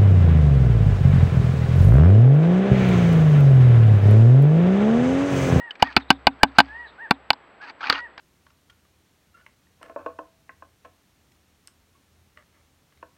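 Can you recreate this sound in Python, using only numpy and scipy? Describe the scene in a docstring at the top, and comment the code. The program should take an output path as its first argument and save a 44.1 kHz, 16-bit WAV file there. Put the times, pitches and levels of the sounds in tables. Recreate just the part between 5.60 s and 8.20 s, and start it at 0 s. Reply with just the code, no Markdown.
"""Quiet desert air with a thin electronic whine, and a distant bird's arched, nasal calls.
Up close, a woodpecker perched on an outdoor camera ticks and scrapes on the case, then hammers it:
each peck rings the shell, rattles the inner parts and shakes the stand; hard pecks overload the
microphone. Small birds chirp faintly far off, and bushes scatter a short tail after the far voices."""
import sys
import numpy as np
from scipy import signal
from scipy.fft import rfft, irfft, next_fast_len
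from scipy.io import wavfile
from scipy.ndimage import map_coordinates

SR = 44100
rng = np.random.default_rng(int(sys.argv[2]) if len(sys.argv) > 2 else 0)


def log_audio(samples):
    """Write samples as a 16-bit WAV file to the path given in sys.argv[1]."""
    # one column per channel
    frames = np.atleast_2d(samples).T
    # limit to full scale, then quantise
    limited = np.clip(frames, -1, 1)
    pcm = np.round(limited * 32767).astype(np.int16)
    wavfile.write(sys.argv[1], SR, pcm)


N = 114660


def amp(db):
    """Decibels to gain."""
    return 10 ** (np.asarray(db) / 20)


def unit(x):
    """Scale to rms 1."""
    return x / np.sqrt(np.mean(x ** 2) + 1e-20)


def along(points, hz):
    """(Hz, value) points read on a log axis."""
    knots_hz, values = np.transpose(points)
    return np.interp(np.log(hz + 1), np.log(knots_hz + 1), values)


def coloured(x, points):
    """x through a (Hz, dB) curve, at rms 1."""
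    size = next_fast_len(len(x) + 8192)
    gain = amp(along(points, np.fft.rfftfreq(size, 1 / SR)))
    return unit(irfft(rfft(x, size) * gain, size)[:len(x)])


def wobble(knots_per_s, size):
    """Smooth random curve."""
    return map_coordinates(rng.standard_normal(4096), [np.arange(size) * knots_per_s / SR], mode="wrap")


def add(track, at_s, sound):
    """Mix a sound into the track."""
    i = round(at_s * SR)
    part = sound[max(-i, 0):max(N - i, 0)]
    track[max(i, 0):][:len(part)] += part


def air():
    """Soft, dark noise whose level drifts slightly."""
    # Air spectrum (frequency [Hz], relative density [dB])
    spectrum = [(20, -17), (60, -10.5), (120, -8), (240, -5.5), (400, -2.5), (750, -1.5), (1200, -3),
                (1900, -6.5), (3000, -15), (4600, -26), (5600, -41), (7000, -52), (14800, -51.5),
                (16000, -64.5)]
    level_db = -52.7 + 0.28 * wobble(0.88, N)
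    return amp(level_db) * coloured(rng.standard_normal(N), spectrum)


def whine():
    """Thin electronic tone with a jittering pitch."""
    pitch_hz = 7770 + 35 * wobble(900, N)
    return amp(-77.5) * np.sin(2 * np.pi * np.cumsum(pitch_hz) / SR)


def calls():
    """Each nasal call swells as its pitch arches up, and fades as it drops."""
    # Calls (start [s], top [s], end [s], start pitch [Hz], top pitch [Hz],
    # fall exponent [2 round, 3 abrupt], level [dB])
    arches = [(-.1, .03, .118, 850, 948, 3.2, -36.5), (.225, .268, .312, 820, 946, 2.2, -34.5),
              (.795, .835, .87, 745, 870, 2, -41.5), (1.07, 1.205, 1.281, 828, 960, 3.3, -36),
              (1.378, 1.43, 1.48, 735, 942, 1.8, -35), (1.997, 2.03, 2.075, 725, 850, 2, -41),
              (2.3, 2.415, 2.48, 880, 961, 3.8, -34.5), (2.58, 2.63, 2.68, 780, 900, 2, -38)]
    # Harmonics of the voice (multiple, relative level [dB])
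    harmonics = [(1, -12), (2, 0), (3, -27), (4, -38)]
    edge_db, jitter, fall_share = -13, .004, .22
    track = np.zeros(N)
    for start_s, top_s, end_s, start_hz, top_hz, exponent, db in arches:
        t = np.arange(start_s, end_s, 1 / SR)
        before_top = np.clip((top_s - t) / (top_s - start_s), 0, 1)
        after_top = np.clip((t - top_s) / (end_s - top_s), 0, 1)
        pitch_hz = top_hz - (top_hz - start_hz) * np.sin(np.pi * before_top / 2) ** 2
        pitch_hz -= top_hz * fall_share * after_top ** exponent
        phase = 2 * np.pi * np.cumsum(pitch_hz * (1 + jitter * wobble(350, len(t)))) / SR
        voice = sum(amp(part_db) * np.sin(round(k) * phase) for k, part_db in harmonics)
        level_db = db + edge_db * (before_top + after_top) ** 3 + 1.5 * wobble(100, len(t))
        add(track, start_s, amp(level_db) * signal.windows.tukey(len(t), .12) * voice)
    return track


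def bush_echo(x):
    """The bushes scatter a faint tail after far sounds."""
    echo_db, t60_s = -11, 0.31
    t = np.arange(SR // 2) / SR
    tail = rng.standard_normal(len(t)) * amp(-60 * t / t60_s)
    return x + amp(echo_db) * signal.fftconvolve(x, tail / np.linalg.norm(tail))[:N]


def ticks():
    """A claw or the beak tip clicks on the case and pings one of its resonances."""
    # Light contacts (time [s], relative level [dB], ping [Hz], ping over click [dB])
    contacts = [(0.108, -36.5, 2994, 11), (0.154, -44, 2300, 1), (.3255, -42, 2517, -12),
                (0.527, -42, 1520, -18.5), (1.5119, -27.5, 1134, 16.5), (2.0965, -41.5, 4600, 2),
                (2.2072, -50, 1510, 16.5), (2.2302, -37.5, 1350, 14), (2.241, -39.5, 1535, 16),
                (2.2699, -31, 2370, 5), (2.2971, -18, 1353, 1.5), (2.3031, -19, 1260, 6),
                (2.3252, -19.5, 1530, -2), (2.3536, -47.5, 2850, 20.5), (2.388, -39, 1472, 11.5),
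                (2.403, -45, 1437, 10), (2.5783, -37, 1630, -4)]
    # Click spectrum (frequency [Hz], relative density [dB])
    spectrum = [(100, -20), (275, -8), (500, -2), (850, -2.5), (1500, 4), (2500, 2.5), (3400, -4),
                (4700, -2), (5600, -18.5), (6700, -23), (8000, -38), (15000, -50)]
    click_t60_s, ping_t60_s, rise_s = 0.026, 0.024, 0.00056
    t = np.arange(SR // 12) / SR
    attack = 1 - np.exp(-t / rise_s)
    track = np.zeros(N)
    for at_s, db, ping_hz, ping_db in contacts:
        click = coloured(rng.standard_normal(len(t)), spectrum) * amp(-60 * t / click_t60_s)
        ping = amp(ping_db - 60 * t / ping_t60_s) * np.sin(2 * np.pi * ping_hz * t)
        add(track, at_s, 2 * amp(db) * attack * (click + ping))
    return track


def scraping():
    """Tiny slips on the case catch and let go, among brief squeaks, each at its own pitch."""
    # Scrape envelope (time [s], level [dB])
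    envelope = [(0.187, -79), (0.199, -41.5), (0.249, -38), (0.324, -45.5), (0.352, -55), (0.406, -43.5),
                (0.442, -68), (.94, -59), (0.963, -44), (1.0, -50.5), (2.0, -89), (2.016, -47),
                (2.081, -43), (2.107, -36), (2.122, -81.5), (2.194, -63.5), (2.212, -37), (2.269, -30.5),
                (2.314, -34), (2.353, -28), (2.39, -35), (2.419, -57.5), (2.567, -87.5), (2.582, -65),
                (2.6, -41)]
    # Slip spectrum (frequency [Hz], relative density [dB])
    spectrum = [(80, -27), (220, -32.5), (275, 4), (350, -16.5), (600, -12), (850, 5), (1100, 0),
                (1500, 1.5), (2050, -2.5), (2450, -2), (3400, -15), (4600, -8.5), (5400, -23.5),
                (6600, -29.5), (7600, -54.5), (15000, -65)]
    slips_per_s, spread_db, catches_per_s, catch_db = 1800, 3, 130, 1.8
    squeaks_per_s, decay_cycles, squeak_hz, range_octaves, squeak_db = 280, 5, 2000, .8, -5
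    slips = (rng.random(N) < slips_per_s / SR) * rng.choice([-1, 1], N)
    slips = slips * amp(spread_db * rng.standard_normal(N))
    slips *= amp(catch_db * wobble(catches_per_s, N))
    squeaks = np.zeros(N)
    t = np.arange(SR // 50) / SR
    for k, (shift, detune, size) in enumerate(rng.standard_normal((int(squeaks_per_s * N / SR), 3))):
        cycles = t * squeak_hz * 2 ** (range_octaves * np.tanh(detune))
        grain = np.exp(-cycles / decay_cycles) * (1 - np.exp(-cycles)) * np.sin(2 * np.pi * cycles)
        add(squeaks, (k + shift / 2) / squeaks_per_s, amp(spread_db * size) * grain)
    rub = unit(coloured(slips, spectrum) + amp(squeak_db) * unit(squeaks))
    return rub * amp(np.interp(np.arange(N) / SR, *np.transpose(envelope)))


def ring_envelope(t, hz, db, t60_s):
    """A resonance builds up, the high ones fastest, then dies away."""
    build_s = min(1.4 / hz, .0018)
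    return (1 - np.exp(-(t / build_s) ** 2)) * amp(db - 60 * t / t60_s)


def peck(thud_db, knock_db, clack_db, ping_db, edge_db, spot_hz, ring_ratio, shake_db):
    """One blow: the tip cracks; shell, inner parts and stand ring. The spot struck sets the colour."""
    # Crack of the beak tip (frequency [Hz], relative density [dB])
    crack_spectrum = [(500, -12), (5000, -3), (9000, -9), (16000, -10)]
    # Housing modes (frequency [Hz], relative level [dB], t60 [s])
    shell_modes = [(225.7, -16, 0.032), (350, -29.5, 0.011), (521, -19, 0.021), (721, -8.5, 0.016),
                   (844, -6.5, 0.026), (961.5, -15, 0.036), (1310, -19.5, 0.021), (1533, -9.5, 0.029),
                   (1920, -25, 0.026), (2340, -14.5, 0.02), (2874, -12, 0.02), (2988, -12, 0.02),
                   (3494, -21, 0.026), (4320, -18.5, 0.017), (4774, -17.5, 0.015)]
    # Dense rattle of the inner parts (low edge [Hz], high edge [Hz], relative level [dB], t60 [s])
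    rattle_bands = [(30.8, 430, -10, 0.024), (639, 1150, -6.5, 0.03), (1156, 1750, -4.5, 0.018),
                    (2110, 2700, -10.5, 0.028), (3650, 4914, -12, 0.021)]
    # Long ring of the stand (frequency [Hz], relative level [dB], t60 [s])
    stand_modes = [(64, -48.5, 1.05), (118, -55, .6), (167, -52, .3), (242, -32.5, .15), (274, -25.5, .17),
                   (770, -27, .09)]
    crack_db, crack_t60_s = -22.5, .009
    colour = [(350, thud_db), (600, knock_db), (950, knock_db), (1250, 0), (1900, 0),
              (2300, clack_db), (2600, clack_db), (2850, ping_db), (3050, ping_db), (3500, edge_db)]
    t = np.arange(SR * 3 // 4) / SR
    sound = coloured(rng.standard_normal(len(t)), crack_spectrum) * amp(crack_db - 60 * t / crack_t60_s)
    for k, (hz, db, t60_s) in enumerate(shell_modes):
        fade = ring_envelope(t, hz, db + along(colour, hz), t60_s * ring_ratio)
        sound += 2 * (-1) ** k * fade * np.sin(2 * np.pi * hz * t)
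    # the panel right under the beak
    fade = ring_envelope(t, spot_hz, db=-10.5, t60_s=.026 * ring_ratio)
    sound += 2 * fade * np.cos(2 * np.pi * spot_hz * t)
    for low_hz, high_hz, db, t60_s in rattle_bands:
        hz = (low_hz + high_hz) / 2
        band = [(low_hz / 2, -120), (low_hz, 0), (high_hz, 0), (high_hz * 2, -120)]
        fade = ring_envelope(t, hz, db + along(colour, hz), t60_s * ring_ratio)
        burst = fade * coloured(rng.standard_normal(len(t)), band)
        sound += burst * np.linalg.norm(fade) / np.linalg.norm(burst)
    for hz, db, t60_s in stand_modes:
        sound += amp(db + shake_db - 60 * t / t60_s) * np.sin(2 * np.pi * hz * t)
    return sound


def hammering():
    """The woodpecker's beak strikes the housing, each time at a different spot."""
    # Beak blows (time [s], gain [dB], thud [dB], knock [dB], clack [dB], ping [dB], edge [dB],
    # ring of the struck spot [Hz], ring length [ratio], stand shake [dB])
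    blows = [(0.2238, -6.5, 8, 12.5, 2.5, 9, 3.5, 766, 0.92, 7),
             (0.365, -3.5, 1, -3.5, 3.5, -1, 3, 1344, 1.224, 4.5),
             (0.3739, -15.5, 12, -0.5, -5, 1, 6, 1840, 0.68, -6),
             (0.5035, -0.5, 3.5, 0, 0.5, 5, -2, 1580, 1.094, 4),
             (0.51, -10.5, -4, -6, -2.5, -11, 2.5, 2880, 1, 0.5),
             (0.6691, -2.5, 4.5, 4.5, 0.5, 0.5, 2, 850, 1.16, 6),
             (0.832, -2.5, 7.5, 4.5, 1.5, 5, 2, 1570, 1.164, 7.5),
             (0.9844, -0.5, -9, -0.5, -0.5, -8, 0, 1554, 1.77, 1),
             (0.9888, -4.5, 1.5, -9.5, 2.5, 0, -1.5, 1542, 1.15, -10.5),
             (1.0023, -3.5, -5, 1.5, -3, 1, 3, 1568, 1.04, -1),
             (1.5089, -2, 3, -2, 2, -12, 2, 1347, 0.95, -1.5),
             (1.7040, -6, -3, 3.5, 4.5, 6.5, 7, 2560, 0.82, -4),
             (1.7316, -29, -5, 10, -2.5, -1, 10.5, 4100, 0.89, 5),
             (2.2995, -2.5, -13.5, -9, -8.5, -1, 0.5, 4550, 0.51, -2)]
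    track = np.zeros(N)
    for at_s, db, *timbre in blows:
        add(track, at_s, amp(db) * peck(*timbre))
    return track


def chirps():
    """Short, hoarse, falling notes of small birds."""
    # Far chirps (time [s], length [s], centre pitch [Hz], level [dB])
    notes = [(0.407, 0.032, 3750, -49), (0.477, 0.072, 3690, -48), (0.536, 0.042, 3600, -55.5),
             (0.702, 0.042, 3720, -60), (0.866, 0.036, 3700, -56), (1.055, 0.0069, 4700, -54.5),
             (1.255, 0.063, 3770, -52), (1.532, 0.026, 3710, -55)]
    fall_share, roughness = .1, .06
    track = np.zeros(N)
    for at_s, length_s, hz, db in notes:
        position = np.linspace(-.5, .5, int(length_s * SR))
        pitch_hz = hz * (1 - fall_share * position + roughness * wobble(1400, len(position)))
        phase = 2 * np.pi * np.cumsum(pitch_hz) / SR
        add(track, at_s, amp(db) * np.cos(np.pi * position) * np.sin(phase))
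    return track


def scene():
    """Air and whine, the birds in the bushes, the woodpecker on the camera; mono."""
    near = hammering() + ticks() + scraping()
    far = bush_echo(calls() + chirps())
    return (air() + whine() + far + near)[None]


def record(dry):
    """Hard pecks overload the microphone and flatten; the treble ends steeply at the band limit."""
    limit_hz, slope_width_hz = 16000, 900
    size = next_fast_len(N + 8192)
    hz = np.fft.rfftfreq(size, 1 / SR)
    clipped = np.clip(dry, -1, 1)
    lowpass = np.clip((limit_hz - hz) / slope_width_hz + .5, 0, 1) ** 2
    return irfft(rfft(clipped, size) * lowpass, size)[:, :N]


dry = scene()
out = record(dry)
log_audio(out)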